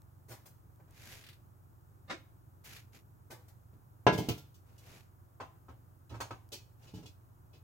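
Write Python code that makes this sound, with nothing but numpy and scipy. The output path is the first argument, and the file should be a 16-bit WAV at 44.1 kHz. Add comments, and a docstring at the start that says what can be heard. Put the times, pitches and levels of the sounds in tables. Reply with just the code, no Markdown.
"""Faint ember ticks, night air and a far-off engine's hum come first, then steps up to a campfire.
Shoes scuff and crack the grit on a paved patio. Coals crunch as a cast-iron camp oven is lifted off
the fire; it is set down with a clank, its wire handle clinks, and things knock on the stones round
the fire. Each blow is a click and a short grind, echoed by the patio; iron, wire and stone also ring."""
import sys
import numpy as np
from scipy import signal
from scipy.fft import rfft, irfft, next_fast_len
from scipy.io import wavfile

SR = 44100
rng = np.random.default_rng(int(sys.argv[2]) if len(sys.argv) > 2 else 0)


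def generate_wav(signal):
    """Clip the signal to [-1, 1] and save it as 16-bit WAV at the path in sys.argv[1]."""
    frames = np.transpose(np.atleast_2d(signal))
    scaled = np.clip(frames, -1, 1) * 32767
    pcm = np.round(scaled).astype(np.int16)
    wavfile.write(sys.argv[1], SR, pcm)


N = 336527
TIME = np.arange(N) / SR
BLOW_SAMPLES = 24000
BLOW_TIME = TIME[:BLOW_SAMPLES]

# A tone says how strong each pitch is. A width sets side (left-right difference) against mid (shared).
# tone of the night air: f/Hz, level/dB
AIR_TONE = [(20, -29.5), (45, -2.5), (100, 4), (150, 0), (210, -12), (330, -10), (480, -19.5), (900, -20),
            (1400, -24), (2100, -36), (4300, -42.5), (7000, -35), (9000, -37.5), (15000, -30.5)]
# width of the night air: f/Hz, side over mid/dB
AIR_STEREO_WIDTH = [(60, 0), (110, -6.5), (200, -1.5), (380, -5.5), (700, 3), (1290, 4), (2380, -3.5),
                    (4400, 4.5), (8120, -14), (15000, -26.5)]
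# notes in the engine's hum: multiple of its turning rate, level/dB
ENGINE_NOTES = [(2, -83.5), (3, -76.5), (4, -63.5), (5, -64), (6, -72.5)]
# embers ticking in the fire: t/s, force/dB
EMBER_TICKS = [(.019, -38.5), (0.76, -45), (.909, -38.5), (6.49, -38)]
# tone of a tick: f/Hz, level/dB
TICK_TONE = [(1000, -12), (3500, -7), (6800, -2), (10000, -4), (14500, -6)]
# shoes landing on gritty paving: t/s, force/dB, dullness/(dB per octave), grinding/s, thud/dB
FOOTFALLS = [(.281, -20.5, 8, 0.0071, 15), (.3, -10, 11, .01, 6.5), (.455, -21.5, 7.5, 0.0038, -10),
             (.795, -21, 29, 0.0034, 1), (.875, -28, 20, .003, 10), (2.642, -27, 5.5, .0022, -17),
             (3.3, -9, 11.5, 0.0087, 6.5), (3.482, -28, 8, 0.0017, -6), (3.728, -33, 16, 0.0037, 32.5)]
# tone of a footfall: f/Hz, level/dB
FOOTFALL_TONE = [(40, -16), (110, 8.5), (170, -9), (300, -0.5), (450, 3), (650, 3.5), (900, 4.5),
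                 (1300, -0.5), (1900, 0.5), (2900, -2), (4400, 4), (6500, 8), (9000, 8), (14000, 16.5)]
# soles and cloth sliding: t/s, press/s, hold/s, release/s, grit level/dB, rub over grit/dB
SLIDES = [(0.873, 0.2, 0.081, 0.47, -54, -6), (2.633, 0.025, 0.11, 0.24, -55, -8.5),
          (2.917, 0.036, 0.012, 0.15, -60, -4), (4.642, 0.028, 0.14, 0.24, -76.5, 5.5),
          (4.783, .1, 0.093, 0.29, -60.5, -0.5), (6.764, 0.089, .015, 0.31, -68, 3)]
# tone of the dull rub in a slide: f/Hz, level/dB
SLIDE_RUB_TONE = [(150, 15.5), (350, 10), (800, 7), (1500, -1.5), (2500, -58)]
# tone of the grit in a slide: f/Hz, level/dB
SLIDE_GRIT_TONE = [(700, -12.5), (1200, -1), (1700, 4.5), (2400, 5.5), (3300, 0.5), (4600, -0.5),
                   (7000, -0.5), (8500, -8.5), (12000, -3), (15500, -11)]
# coarse grit cracking under a sole: t/s, force/dB
GRIT_SNAPS = [(1.238, -17), (1.264, -16.5), (1.287, -15), (1.328, -22.5), (2.659, -24), (2.763, -14.5)]
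# tone of a snap: f/Hz, level/dB
SNAP_TONE = [(900, -15), (2000, -0.5), (4200, 4), (7000, -4), (14000, 2.5)]
# coals giving way: t/s, force/dB, grinding/s
COAL_CRUNCHES = [(2.073, -9, 0.011), (2.096, 10, 0.0056)]
# tone of a crunch: f/Hz, level/dB
CRUNCH_TONE = [(88, -40), (150, -13), (331, -1.5), (409, -11.5), (649, -3.5), (787, -8), (1010, -8),
               (1910, -7), (3270, -18), (3540, -12), (7210, -27.5), (15000, -53)]
# the oven hitting the paving: t/s, force/dB, dullness/(dB per octave), grinding/s, thud/dB
OVEN_CLANKS = [(4.0665, 27.5, 21.5, 0.0022, -7), (4.125, 2.5, 8.5, 0.0068, 11.5),
               (4.177, 0, 5.5, 0.0057, 4), (4.187, 8, 84, 0.0012, 7.5), (4.215, -7.5, 8, 0.02, 9.5),
               (4.2865, 0.5, 4, 0.0023, 17), (4.378, -17.5, 3, .0035, -5), (6.936, -19, 6, 0.0077, 23),
               (6.97, -17.5, 9, 0.01, 16.5), (7.028, -20, 7.5, 0.0054, 15.5)]
# tone of a clank: f/Hz, level/dB
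CLANK_TONE = [(40, -18), (110, 7), (160, 7), (230, 0), (320, 7.5), (430, 2), (520, -1.5), (850, 2),
              (1200, -11.5), (1900, -12.5), (2900, -2.5), (6500, -1.5), (9000, -8.5), (15000, -1)]
# notes the cast iron rings with: f/Hz, level/dB, t60/s (the time to fade by 60 dB)
IRON_NOTES = [(141, -7, .3), (301, -5, .22), (439, 5, .17), (604, -8, .25), (706, -6, .22), (875, -4, .18),
              (1005, 0, .19), (1315, -7, .18), (1388, -5, .28), (1497, -11, .2), (1650, -6, .27),
              (2038, -9, .26), (2149, -4, .3), (2492, -6, .17), (2753, -1, .22), (3095, -3, .17),
              (3537, -3, .25), (4102, -4, .3), (5055, 2, .17), (5900, 5, .16)]
# the wire handle clinking: t/s, force/dB, dullness/(dB per octave), grinding/s
HANDLE_CLINKS = [(4.288, 4, 15.5, .0012), (4.542, -39, -1, 0.0037), (4.779, -35.5, -0.5, .004),
                 (6.094, -22.5, 7.5, 0.0052), (6.519, -7.5, 4.5, 0.0069), (6.822, -29.5, 6, .008),
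                 (6.87, -19, 10.5, 0.0084), (6.938, -21, 6.5, 0.012), (7.057, -19.5, 6, 0.0049),
                 (7.53, -20.5, 12, .008)]
# tone of a clink: f/Hz, level/dB
CLINK_TONE = [(100, -13), (400, 5.5), (1200, -9.5), (1800, -12), (2500, 1.5), (3400, 2.5), (4500, 6.5),
              (6500, 5), (9000, -2.5), (14000, -1.5)]
# notes the wire rings with: f/Hz, level/dB, t60/s
WIRE_NOTES = [(2552, 0, .25), (2945, 7, .15), (3381, 4, .14), (3935, 0, .18), (4520, 4, .13),
              (5636, 1, .18), (5943, 4, .18), (6788, 3, .13), (8290, 2, .12), (8856, 1, .18)]
# knocks on the stones: t/s, force/dB, dullness/(dB per octave), grinding/s, thud/dB
STONE_KNOCKS = [(5.4, 0.5, 16.5, 0.0054, -8.5), (5.683, -14.5, 15, .006, 9.5), (6.1, -11.5, 16, 0.013, 14),
                (6.14, -9.5, 12, 0.0064, 2), (6.203, -2.5, 7.5, 0.0022, -0.5), (6.209, 0, 8.5, 0.0014, -21),
                (6.3075, -3, 14.5, 0.0024, -0.5)]
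# tone of a knock: f/Hz, level/dB
KNOCK_TONE = [(40, -10.5), (110, 17), (170, -6.5), (300, 5), (450, 1), (650, 1), (900, 5.5), (1300, -1.5),
              (1900, -5.5), (2900, -4), (4400, -3.5), (6500, 1), (9000, -5), (14000, -3.5)]
# notes the stones ring with: f/Hz, level/dB, t60/s
STONE_NOTES = [(880, 0, .09), (1060, 4, .08), (1290, 8, .1), (1560, 0, .09), (1720, -1, .1),
               (2570, -1, .12), (3420, -3, .1), (4370, 3, .14), (6600, 5, .22)]
# tone of the direct sound, dulled by a table in its way: f/Hz, level/dB
DIRECT_TONE = [(150, -3), (700, 3), (1500, -4), (4000, -20), (12000, -22)]
# width of the echoes off walls and paving: f/Hz, side over mid/dB
PATIO_WIDTH = [(100, -15.5), (220, -11.5), (400, -8.5), (800, 0), (1500, -3), (4400, 1), (8000, -6.5),
               (15000, -17)]
# tone of the late echoes: f/Hz, level/dB
ECHO_TAIL_TONE = [(100, -1.5), (300, -3), (1000, -1), (3000, 1), (7000, -3), (15000, 1)]
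# how the left side differs from the right, slightly brighter on the left: f/Hz, left over right/dB
LEFT_TONE = [(100, -1.5), (1500, 0.5), (4000, -0.4), (9000, 1)]


def from_db(db):
    """Turn decibels into a number to multiply by."""
    return 10 ** (np.asarray(db) / 20)


def rms_one(x):
    """Scale a signal so that its average strength (rms) is 1."""
    return x / np.sqrt(np.mean(x ** 2) + 1e-20)


def energy_one(x):
    """Scale a signal to the energy of a one-sample click of height 1."""
    return rms_one(x) / np.sqrt(x.shape[-1])


def at_hz(points, hz):
    """Read between the rows of an f/Hz, level/dB table, with octaves evenly spaced."""
    pitches, levels = np.transpose(points)
    return np.interp(np.log(np.maximum(hz, 1)), np.log(pitches), levels)


def colour(x, *tones):
    """Filter a sound by the sum of the given tone tables."""
    size = 2 * next_fast_len(x.shape[-1] // 2 + 1)
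    hz = np.arange(size // 2 + 1) * SR / size
    gain = from_db(sum(at_hz(tone, hz) for tone in tones))
    cepstrum = irfft(np.log(gain))
    # fold it in half so that nothing sounds before its cause (minimum phase)
    cepstrum[1:size // 2] *= 2
    cepstrum[size // 2 + 1:] = 0
    return irfft(rfft(x, size) * np.exp(rfft(cepstrum)))[..., :x.shape[-1]]


def wide_noise(samples, width, strength=1):
    """Stereo noise: both ears share the mid; the side is added on the left, taken away on the right."""
    mid, side = strength * rng.standard_normal((2, samples))
    return mid + colour(side, width) * np.array([[1], [-1]])


def drift(rate):
    """A smooth random wobble of size about 1, with about `rate` turns a second."""
    stride, warm_up = 40, 2000
    memory = np.exp(-2 * np.pi * stride * rate / SR)
    noise = rng.standard_normal(N // stride + warm_up + 2)
    slow = signal.lfilter([1], [1, -2 * memory, memory * memory], noise)[warm_up:]
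    return np.interp(np.arange(N) / stride, np.arange(len(slow)), rms_one(slow))


def add(out, start_s, sound):
    """Mix a sound in at the given time."""
    start = int(start_s * SR)
    out[:, start:start + sound.shape[-1]] += sound[:, :N - start]


def fade(t60):
    """A curve that falls 60 dB in t60 seconds."""
    return from_db(-60 * BLOW_TIME / t60)


def patio(direct_db, early_t60, tail_db, gap_s=0.001, tail_t60=0.42):
    """How a click sounds on the patio: dulled direct sound, dense early echoes, a weak longer tail."""
    direct = colour(1.0 * (BLOW_TIME == 0), DIRECT_TONE)
    build_up = 1 - np.exp(-(BLOW_TIME / gap_s) ** 2)
    early = wide_noise(BLOW_SAMPLES, PATIO_WIDTH) * fade(early_t60) * build_up
    tail_noise = colour(wide_noise(BLOW_SAMPLES, PATIO_WIDTH), ECHO_TAIL_TONE)
    tail = tail_noise * fade(tail_t60) * (1 - fade(early_t60))
    return from_db(direct_db) * direct + energy_one(early) + from_db(tail_db) * energy_one(tail)


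def contact(grinding_s, even_s, grain_db=3.0):
    """A click, then tiny slips as grit is crushed; grinding longer than even_s hides the click."""
    age = BLOW_TIME / max(grinding_s, 1e-4)
    click = age == 0
    slips = rng.standard_normal(BLOW_SAMPLES) * from_db(grain_db * rng.standard_normal(BLOW_SAMPLES))
    return click + (grinding_s / even_s) ** 2 * energy_one(slips * age * np.exp(-age))


def force_tone(force_db, dullness_db, thud_db, knee_hz=2290, thud_hz=356.4):
    """The tone of one blow: a soft contact loses treble, a heavy one adds bass."""
    hz = np.geomspace(40, 18000, 40)
    octaves_over_knee = np.log2(np.hypot(1, hz / knee_hz))
    bass = 1 / (1 + np.square(hz / thud_hz) ** 2)
    return np.column_stack([hz, force_db - dullness_db * octaves_over_knee + thud_db * bass])


def flattening_tone(burst):
    """The tone table that evens out a burst's broad bands but keeps its fine ripple."""
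    power = np.mean(np.abs(rfft(burst)) ** 2, axis=0)
    edges_hz = np.geomspace(260, 20000, 28) - 240
    bins = (edges_hz * burst.shape[-1] / SR).astype(int)
    band_power = np.add.reduceat(power, bins)[:-1] / np.diff(bins)
    centres_hz = (edges_hz[:-1] + edges_hz[1:]) / 2
    return np.column_stack([centres_hz, -10 * np.log10(band_power)])


def ringing(notes, force, swell_s=0.003):
    """Each note rings about as hard as the blow is at its pitch, a little out of step in each ear."""
    hz, level_db, t60 = np.array(notes, float).T
    phase = 2 * np.pi * rng.random(len(hz))
    ear_phase = phase + rng.standard_normal((2, len(hz))) * np.minimum(hz / 1200, 2)
    gain = from_db(level_db + at_hz(force, hz) + rng.normal(0, 3.0, len(hz)))
    rise = 1 - np.exp(-BLOW_TIME / swell_s)
    out = 0
    for k in range(len(hz)):
        wave = np.sin(2 * np.pi * hz[k] * BLOW_TIME + ear_phase[:, [k]])
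        out += gain[k] * energy_one(wave * fade(t60[k]) * rise)
    return out


def blows(table, tone, direct_db, early_t60, tail_db,
          notes=(), ring_db=None, even_s=0.0046, spots=3, damping_s=0.046):
    """Each blow is a contact echoed by the patio, plus the ring of the thing struck if it has notes."""
    out = np.zeros((2, N))
    echoes = [rfft(patio(direct_db, early_t60, tail_db)) for _ in range(spots)]  # each spot has its own
    for k, (start_s, force_db, dullness_db, grinding_s, *thud_db) in enumerate(table):
        force = force_tone(force_db, dullness_db, sum(thud_db))  # light things have no thud
        burst = irfft(echoes[k % spots] * rfft(contact(grinding_s, even_s)))
        add(out, start_s, colour(burst, force, tone, flattening_tone(burst)))
        if len(notes):
            freedom = 1 / (1 + (grinding_s / damping_s) ** 2)  # a lingering contact weakens the ring
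            add(out, start_s, freedom * from_db(ring_db) * ringing(notes, force))
    return out


def night_air(level_db=-61):
    """The outdoor air rumbles steadily, with a faint hiss."""
    return from_db(level_db) * rms_one(colour(wide_noise(N, AIR_STEREO_WIDTH), AIR_TONE))


def far_engine(turning_hz=22.95, waver=0.18, wander_rad=0.24):
    """Only an engine's low notes carry this far; each wavers in strength and timing on the way."""
    out = 0
    for multiple, level_db in ENGINE_NOTES:
        phase = 2 * np.pi * multiple * turning_hz * TIME + wander_rad * drift(0.53)
        strength = from_db(level_db) * (1 + waver * drift(21.0))
        out += np.sqrt(2) * strength * np.sin(phase)
    return out


def embers(snap_s=0.0012):
    """Each ember ticks with a tiny burst of noise and no echo."""
    out = np.zeros((2, N))
    for start_s, force_db in EMBER_TICKS:
        snap = energy_one(rng.standard_normal(BLOW_SAMPLES) * np.exp(-BLOW_TIME / snap_s))
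        add(out, start_s, from_db(force_db) * colour(np.array([snap, snap]), TICK_TONE))
    return out


def footsteps():
    """Shoes land on the paving and crush the grit under them."""
    return blows(FOOTFALLS, FOOTFALL_TONE, direct_db=-7.5, early_t60=0.16, tail_db=-9.0, even_s=0.002)


def slide_pressure(start_s, press_s, hold_s, release_s):
    """The pressure of one slide builds, holds, then falls 60 dB over the release."""
    t = TIME - start_s
    rise = np.clip(t / press_s, 0, 1) ** 1.5
    released = np.clip((t - press_s - hold_s) / release_s, 0, 2)
    return rise * from_db(-60 * released)


def scuffs(grains_per_s=250, size_spread_db=2.0, spray_s=0.0022, dust_db=6.0, judder_db=0.4):
    """Sliding soles and cloth rub dully and break grains of grit, catching and slipping unevenly."""
    rub = rms_one(colour(wide_noise(N, PATIO_WIDTH), SLIDE_RUB_TONE))
    sizes = from_db(size_spread_db * np.minimum(rng.exponential(1, N), 4))
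    grains = sizes * (rng.random(N) < grains_per_s / SR)
    # each grain breaks in a brief spray of noise, over the even hiss of the finest dust
    sprays = rms_one(signal.lfilter([1], [1, -np.exp(-1 / (spray_s * SR))], grains))
    crackle = wide_noise(N, PATIO_WIDTH, strength=sprays + from_db(dust_db))
    grit = rms_one(colour(crackle, SLIDE_GRIT_TONE))
    out = 0
    for *timing, grit_db, rub_db in SLIDES:
        out += slide_pressure(*timing) * from_db(grit_db) * (grit + from_db(rub_db) * rub)
    return out * from_db(judder_db * drift(31))


def grit_cracks(dullness_db=8, grinding_s=0.0016):
    """Coarse grains break under a turning sole with short, bright snaps."""
    snaps = [(start_s, force_db, dullness_db, grinding_s) for start_s, force_db in GRIT_SNAPS]
    return blows(snaps, SNAP_TONE, direct_db=-13.0, early_t60=0.14, tail_db=-22.0, spots=2)


def coals():
    """Charcoal gives way as the oven is freed: a short swelling crunch with no ring."""
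    crunches = [(start_s, force_db, 0, grinding_s) for start_s, force_db, grinding_s in COAL_CRUNCHES]
    return blows(crunches, CRUNCH_TONE, direct_db=-9.5, early_t60=0.18, tail_db=-18.0,
                 even_s=0.0029, spots=1)


def oven():
    """The iron oven lands, rocks, settles and is later nudged; each blow sets it ringing."""
    return blows(OVEN_CLANKS, CLANK_TONE, direct_db=-3.5, early_t60=0.16, tail_db=-11.5,
                 notes=IRON_NOTES, ring_db=-23.0)


def wire_handle():
    """The light wire handle clinks with high notes and no thud."""
    return blows(HANDLE_CLINKS, CLINK_TONE, direct_db=-6.5, early_t60=0.19, tail_db=-15.5,
                 notes=WIRE_NOTES, ring_db=-17.5, even_s=0.0038, damping_s=0.01)


def stones():
    """Things knock on the stones round the fire, which ring briefly."""
    return blows(STONE_KNOCKS, KNOCK_TONE, direct_db=-6.5, early_t60=0.17, tail_db=-11.5,
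                 notes=STONE_NOTES, ring_db=-22.0, even_s=0.0036, damping_s=0.0077)


def scene():
    """The oven, the person at the fire and the night around them."""
    knocks = oven() + footsteps() + stones() + wire_handle()
    crackles = coals() + grit_cracks() + embers() + scuffs()
    return knocks + crackles + far_engine() + night_air()


def record(dry, cutoff_hz=15900):
    """The left side has a little less bass and a little more treble; the highest treble is cut steeply."""
    left, right = dry
    heard = np.array([colour(left, LEFT_TONE), right])
    treble_cut = signal.ellip(12, 0.1, 80, cutoff_hz, fs=SR, output="sos")
    return signal.sosfilt(treble_cut, heard)


dry = scene()
out = record(dry)
generate_wav(out)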